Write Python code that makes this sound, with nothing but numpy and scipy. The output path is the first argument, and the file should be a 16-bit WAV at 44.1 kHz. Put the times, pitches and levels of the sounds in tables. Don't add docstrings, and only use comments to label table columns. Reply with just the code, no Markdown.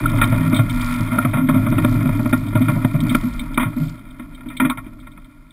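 import sys
import numpy as np
from scipy import signal
from scipy.fft import rfft, irfft
from scipy.io import wavfile
from scipy.ndimage import uniform_filter1d

SR = 44100
rng = np.random.default_rng(int(sys.argv[2]) if len(sys.argv) > 2 else 0)


def transcribe(u):
    v = np.clip(np.atleast_2d(u).T, -1, 1)
    q = np.round(v * 32767).astype(np.int16)
    wavfile.write(sys.argv[1], SR, q)


N = 243431
TIME = np.arange(N) / SR
RING = 16384
PLANK_THUMP_SHARE = 0.61


def undb(db):
    return 10 ** (np.asarray(db) / 20)


def unit(x):
    return x / np.sqrt(np.mean(x ** 2))


def curves(rows):
    s, *columns = np.transpose(rows)
    return [np.interp(TIME, s, column) for column in columns]


def envelope(x, seconds):
    power = np.abs(uniform_filter1d(x ** 2, max(int(seconds * SR), 1)))
    return np.sqrt(power + 1e-18)


def steady(x, seconds):
    return x / envelope(x, seconds)


def band(x, low_hz, high_hz, order=2):
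    return signal.sosfilt(signal.butter(order, [low_hz, high_hz], "band", fs=SR, output="sos"), x)


def swell(middle_s, half_s):
    return np.exp(-.5 * ((TIME - middle_s) / half_s) ** 2)


def wander(rate):
    hold = int(SR / rate)
    steps = np.repeat(rng.standard_normal(N // hold + 1), hold)
    return unit(uniform_filter1d(steps, hold))[:N]


def grains(rate, spread_db):
    size = undb(spread_db * np.minimum(rng.exponential(size=N), 4))
    happens = rng.random(N) < rate / SR
    return happens * size * rng.standard_normal(N)


def contact(ms, chatter=.25):
    t = np.arange(RING) / SR
    force = chatter * rng.standard_normal(RING) * np.exp(-1000 * t / ms)
    force[0] += 1
    return force


def resonance(f, hz, width):
    return 1j * f * width / (hz ** 2 - f ** 2 + 1j * f * width)


def ring(modes, range_hz):
    f = np.arange(RING // 2 + 1) * SR / RING
    response = 0
    for k, (hz, width, db) in enumerate(modes):
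        response = response + (-1) ** k * undb(db) * resonance(f, hz, width)
    return band(irfft(response), *range_hz, order=4)


def shake(force, response):
    return signal.fftconvolve(force, response)[:len(force)]


def add(out, s, sound):
    start = max(int(s * SR), 0)
    out[start:start + len(sound)] += sound[:N - start]


# pitch in Hz, width in Hz (wider dies away faster), strength in dB.
HULL_MODES = [(109.7, 5.1, 6.5), (162, 4.9, -1), (203.2, 11.2, -13.5), (255.5, 8.4, 0.5), (280.6, 3.94, -4),
              (294.3, 8.9, -3), (343, 190, -22.5)]
PLANK_MODES = [(605, 42.4, 5.5), (699, 51.5, 6), (710.3, 40.3, 5)]
CHOCK_MODES = [(962, 82, -2), (1096.4, 19.4, 1.5), (1159, 32.5, -1.5), (1295, 53, 1), (1392.7, 41.7, 5.5)]
STEEL_MODES = [(1700, 79, -1.5), (1859, 22, 7.5), (2098, 99, 7.5), (2384, 81, 7.5), (2491, 74, 1.5),
               (3178, 95, -5), (3380, 48, -3), (3590, 100, -3.5), (3764, 85, -6)]
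HULL_HZ, PLANK_HZ, CHOCKS_HZ, STEEL_HZ = (91, 352), (455, 920), (804, 1658), (1540, 3740)


def boat_parts():
    return (ring(HULL_MODES, HULL_HZ), ring(PLANK_MODES, PLANK_HZ),
            ring(CHOCK_MODES, CHOCKS_HZ), ring(STEEL_MODES, STEEL_HZ))


# time in seconds, hull rumble in dB, runner scrape in dB.
RIDE_LEVELS = [(0.0, -22.5, -31.5), (0.5, -19.5, -30), (0.65, -26, -35), (0.9, -32.5, -27.5),
               (1.06, -28, -33.5), (1.21, -25, -31.5), (1.41, -29, -41.5), (1.5, -22.5, -34.5),
               (1.95, -18.5, -32), (2.45, -26.5, -39.5), (2.72, -20.5, -31), (2.93, -27.5, -39),
               (3.08, -21, -34), (3.3, -34.5, -39.5), (3.8, -32, -42), (4.05, -40.5, -49.5),
               (4.85, -37.5, -51), (5.52, -50.5, -57.5)]


def ride():
    return curves(RIDE_LEVELS)


# time in seconds, level in dB.
SWAY_LEVELS = [(0.0, -23), (0.25, -21), (0.5, -32), (0.85, -20.5), (1.15, -35), (1.8, -25), (2.7, -32),
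               (3.4, -24), (4.1, -38.5), (4.9, -36), (5.52, -46.5)]


def sway():
    level_db, = curves(SWAY_LEVELS)
    deep = band(rng.standard_normal(N), 23.4, 31.8)
    higher = band(rng.standard_normal(N), 29, 55.5, order=3)
    return steady(deep + undb(-10.5) * higher, 0.25) * undb(level_db)


# pitch in Hz, width in Hz, strength in dB.
FITTING_MODES = [(2270, 75, -2.5), (2350, 34, -29), (3224, 105, -11.5), (3080, 58, -15), (3630, 340, -5),
                 (3756, 110, -4)]
# start in seconds, contact time in ms, strongest level in dB.
RIGGING_TICKS = [(0.238, 5.3, -19), (0.5443, 21, -21.5), (0.562, 20, -22.5), (0.6969, 7, -27.5),
                 (3.004, 4.7, -25.5), (3.0934, 9.4, -24.5), (3.3929, 8.4, -25), (4.105, 8, -46.5),
                 (4.347, 7, -41.5), (4.4856, 8, -36.5), (4.5681, 7, -27.5), (4.6987, 7.3, -22.5),
                 (4.998, 12, -48), (5.116, 7, -48.5), (5.244, 8, -49), (5.506, 7, -45)]
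STRAY_RATE, STRAY_DB = 14, -14.5


def rigging(stray_ms=5):
    out, fitting = np.zeros(N), ring(FITTING_MODES, (1900, 3900))
    for s, ms, db in RIGGING_TICKS:
        tick = shake(contact(ms, chatter=0.29), fitting)
        add(out, s, tick * undb(db) / envelope(tick, 0.0042).max())
    _, scrape_db = ride()
    stray_hits = shake(grains(rate=STRAY_RATE, spread_db=2.0), contact(ms=stray_ms))
    strays = shake(stray_hits, fitting)
    return out + unit(strays) * undb(scrape_db + STRAY_DB)


# middle in seconds, half length in seconds, level in dB.
CRACKLE_SWELLS = [(0.872, 0.12, -41.5), (1.917, 0.046, -47.5), (2.307, 0.13, -49.5), (3.152, 0.18, -48),
                  (3.848, .06, -48)]
CRACK_S, CRACK_DB = 3.1535, -16
CRUNCH_DB, HISS_DB = -18, -72


def crunch(flutter_rate=52, sharpness=9):
    _, scrape_db = ride()
    swells = sum((undb(db) * swell(s, half_s)) ** 2 for s, half_s, db in CRACKLE_SWELLS)
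    level = np.sqrt(undb(scrape_db + CRUNCH_DB) ** 2 + swells)
    phase = np.cumsum(flutter_rate * (1 + .25 * wander(rate=53))) / SR
    strokes = np.exp(-sharpness * (phase % 1)) * undb(5.4 * wander(rate=25)) + 0.26
    crackle = steady(band(rng.standard_normal(N) * strokes, 3040, 5410), 0.08) * level
    snap = band(contact(ms=2.0, chatter=0.34), 1800, 5900)
    add(crackle, CRACK_S, snap * undb(CRACK_DB) / np.abs(snap).max())
    hiss = unit(band(rng.standard_normal(N), 2800, 5600)) * undb(HISS_DB)
    return crackle + hiss


# middle in seconds, pitch in Hz, peak in dB, half length in ms.
RUNNER_SQUEAKS = [(0.0606, 1370, -5, 2.4), (1.19, 1350, -4.5, 2.15), (2.687, 1387, -13.5, 2.8)]


def squeaks():
    out = np.zeros(N)
    for s, hz, db, ms in RUNNER_SQUEAKS:
        tone = np.sin(2 * np.pi * (hz * TIME + rng.random()))
        out += undb(db) * swell(s, ms / 1000) * tone
    return out


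# start in seconds, length in seconds, pitch it settles at in Hz, level in dB.
SUNG_NOTES = [(0.631, 0.28, 108.2, -24.5), (0.692, 0.31, 244, -21.5), (1.415, 0.05, 255.5, -15.5),
              (3.305, 0.15, 238, -30), (3.48, 0.085, 255, -30)]
SHARP_SHARE, SETTLE_S = .04, 0.038


def singing(fade_s=0.011, waver_db=-0.4):
    out = np.zeros(N)
    for s, length, hz, db in SUNG_NOTES:
        age = TIME - s
        pitch = hz * (1 + SHARP_SHARE * np.exp(-np.maximum(age, 0) / SETTLE_S))
        gate = np.clip(np.minimum(age, length - age) / fade_s + .5, 0, 1)
        waver = undb(waver_db * unit(band(rng.standard_normal(N), 20, 22)))
        tone = np.sqrt(2) * np.sin(2 * np.pi * np.cumsum(pitch) / SR)
        out += gate * waver * undb(db) * tone
    return out


THUMP_LEAD_S, RATTLE_LEAD_S = 0.00602, 0.00255


def blows(rows, parts, plank_db, steel_db, thump_width_hz=260, damping_s=0.0062):
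    hull, plank, chocks, steel = parts
    out = np.zeros(N)
    t, f = np.arange(RING) / SR, np.arange(RING // 2 + 1) * SR / RING
    for s, ms, hz, thump_db, rattle_db in rows:
        width_hz = thump_width_hz / ms ** 0.3
        push = irfft(rfft(contact(ms, chatter=0.047)) * resonance(f, hz, width_hz) ** 2)
        damped_hull = hull * np.exp(-t / (damping_s + ms / 1000))
        thump = shake(push, damped_hull)
        add(out, s - THUMP_LEAD_S, thump * undb(thump_db) / envelope(thump, 0.019).max())
        strike = contact(ms, chatter=0.2)
        bend_db = rattle_db + PLANK_THUMP_SHARE * (thump_db - rattle_db) + plank_db
        for part, db in (plank, bend_db), (chocks, rattle_db), (steel, rattle_db + steel_db):
            rattle = shake(strike, part)
            add(out, s - RATTLE_LEAD_S, rattle * undb(db) / envelope(rattle, 0.0077).max())
    return out


# time in seconds, contact time in ms,
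# thump pitch in Hz, strongest thump level in dB, strongest rattle level in dB.
GEAR_KNOCKS = [(3.026, 31, 181, -12.5, -43), (3.108, 37, 197, -14.5, -26.5), (3.15, 2.7, 263, -9, -12.5),
               (3.234, 27, 229, -15.5, -42), (3.412, 15, 214, -26, -48), (3.577, 4.2, 270, -13, -12.5),
               (3.598, 26.3, 247, -17, -20), (3.63, 7.5, 237, -21, -22), (3.657, 16, 149, -16.5, -32),
               (3.767, 17.5, 205, -17, -42), (3.8, 52, 171, -13.5, -45), (4.197, 7.7, 249, -27, -35),
               (4.222, 10, 262, -33, -46), (4.409, 4, 211, -48, -39.5), (4.461, 17, 266, -26.5, -43),
               (4.502, 22, 228, -35, -35), (4.601, 6.7, 262, -16, -13.5), (4.616, 26, 253, -10.5, -25.5),
               (4.65, 15.7, 244, -12.5, -20.5), (4.699, 14, 251, -24, -20), (4.775, 13, 144, -33, -27.5),
               (4.866, 5, 248, -30, -45), (5.071, 6.1, 200, -41, -37), (5.176, 6.4, 229, -43, -40.5)]


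def knocks(parts):
    return blows(GEAR_KNOCKS, parts, plank_db=-14, steel_db=-3)


# time in seconds, contact time in ms,
# thump pitch in Hz, strongest thump level in dB, strongest rattle level in dB.
ICE_RIDGES = [(0.135, 20, 125, -12.5, -28), (0.186, 9.5, 175, -29, -23.5), (0.216, 4.5, 163, -21, -10),
              (0.228, 12, 213, -20, -15), (0.324, 12, 156, -11, -23), (0.344, 14, 125, -18, -26),
              (0.53, 9, 235, -10, -21.5), (0.556, 29, 153, -18, -29), (0.59, 11, 130, -9, -20.5),
              (1.004, 13.6, 146, -15.5, -36), (1.118, 62, 213, -17.5, -25.5), (1.185, 1.7, 205, -15, -21.5),
              (1.25, 6, 157, -11.5, -18), (1.27, 13, 119, -17, -48), (1.334, 25, 182, -14, -20),
              (1.371, 28, 174, -13, -24), (1.489, 12, 232, -10, -17), (1.542, 36, 186, -10.5, -25),
              (1.666, 6.5, 185, -13.5, -23), (1.724, 5.1, 241, -13.5, -25.5),
              (1.783, 7.5, 265, -15.5, -19.5), (1.848, 2.5, 208, -8.5, -17.5), (2.057, 2.3, 189, -14, -27),
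              (2.092, 2.9, 209, -16, -25), (2.194, 10, 187, -15.5, -29.5), (2.259, 7, 241, -15.5, -24.5),
              (2.329, 8.5, 240, -9, -16), (2.554, 15.6, 170, -8, -21), (2.608, 14, 248, -11.5, -34),
              (2.685, 12.4, 134, -11.5, -20.5), (2.762, 9.4, 174, -13.5, -34), (2.849, 0.9, 183, -8, -20),
              (2.943, 14.6, 169, -11, -30)]


def ridges(parts):
    return blows(ICE_RIDGES, parts, plank_db=-8.5, steel_db=-5)


BOOM_DB, STOP_BOOM_DB = 3, -4.5
SLOWING_S = (2.74, 4.3)


def runners(hull, plank, chocks, steel, split_hz=190, clump_db=2.0):
    rumble_db, scrape_db = ride()
    boom_db = rumble_db + np.interp(TIME, SLOWING_S, (BOOM_DB, STOP_BOOM_DB))
    roughness = np.clip((rumble_db - scrape_db + 2) / 14, .2, 1)
    clumps = undb(clump_db * roughness * wander(rate=70))
    bumps = grains(rate=640, spread_db=1.17)
    grit = grains(rate=1900, spread_db=0.34) * clumps
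    wood = shake(bumps, hull)
    boom = steady(band(wood, 75, split_hz, order=4), 0.066) * undb(boom_db)
    drum = steady(band(wood, split_hz, 570, order=4), 0.11) * undb(rumble_db)
    groan_db = scrape_db + PLANK_THUMP_SHARE * (rumble_db - scrape_db) - 12.5
    groan = steady(shake(bumps * clumps, plank), 0.058) * undb(groan_db)
    chock_rasp = steady(shake(grit, chocks), 0.072)
    blade_rasp = undb(-3.5) * steady(shake(grit, steel), 0.27)
    return boom + drum + groan + (chock_rasp + blade_rasp) * undb(scrape_db)


def scene():
    parts = boat_parts()
    background = sway() + rigging() + crunch()
    gliding = squeaks() + singing() + runners(*parts)
    bow = background + gliding + knocks(parts) + ridges(parts)
    return np.array([bow, bow])


def record(dry):
    rounded = np.tanh(0.56 * dry) / 0.7
    coarse = signal.resample_poly(rounded, 40, 147, axis=1)
    stairs = np.repeat(coarse, 4, axis=1)
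    held = signal.resample_poly(stairs, 147, 160, axis=1)[:, :N]
    low_pass = signal.ellip(8, .2, 70, 15400, fs=SR, output="sos")
    return signal.sosfilt(low_pass, held)


dry = scene()
out = record(dry)
transcribe(out)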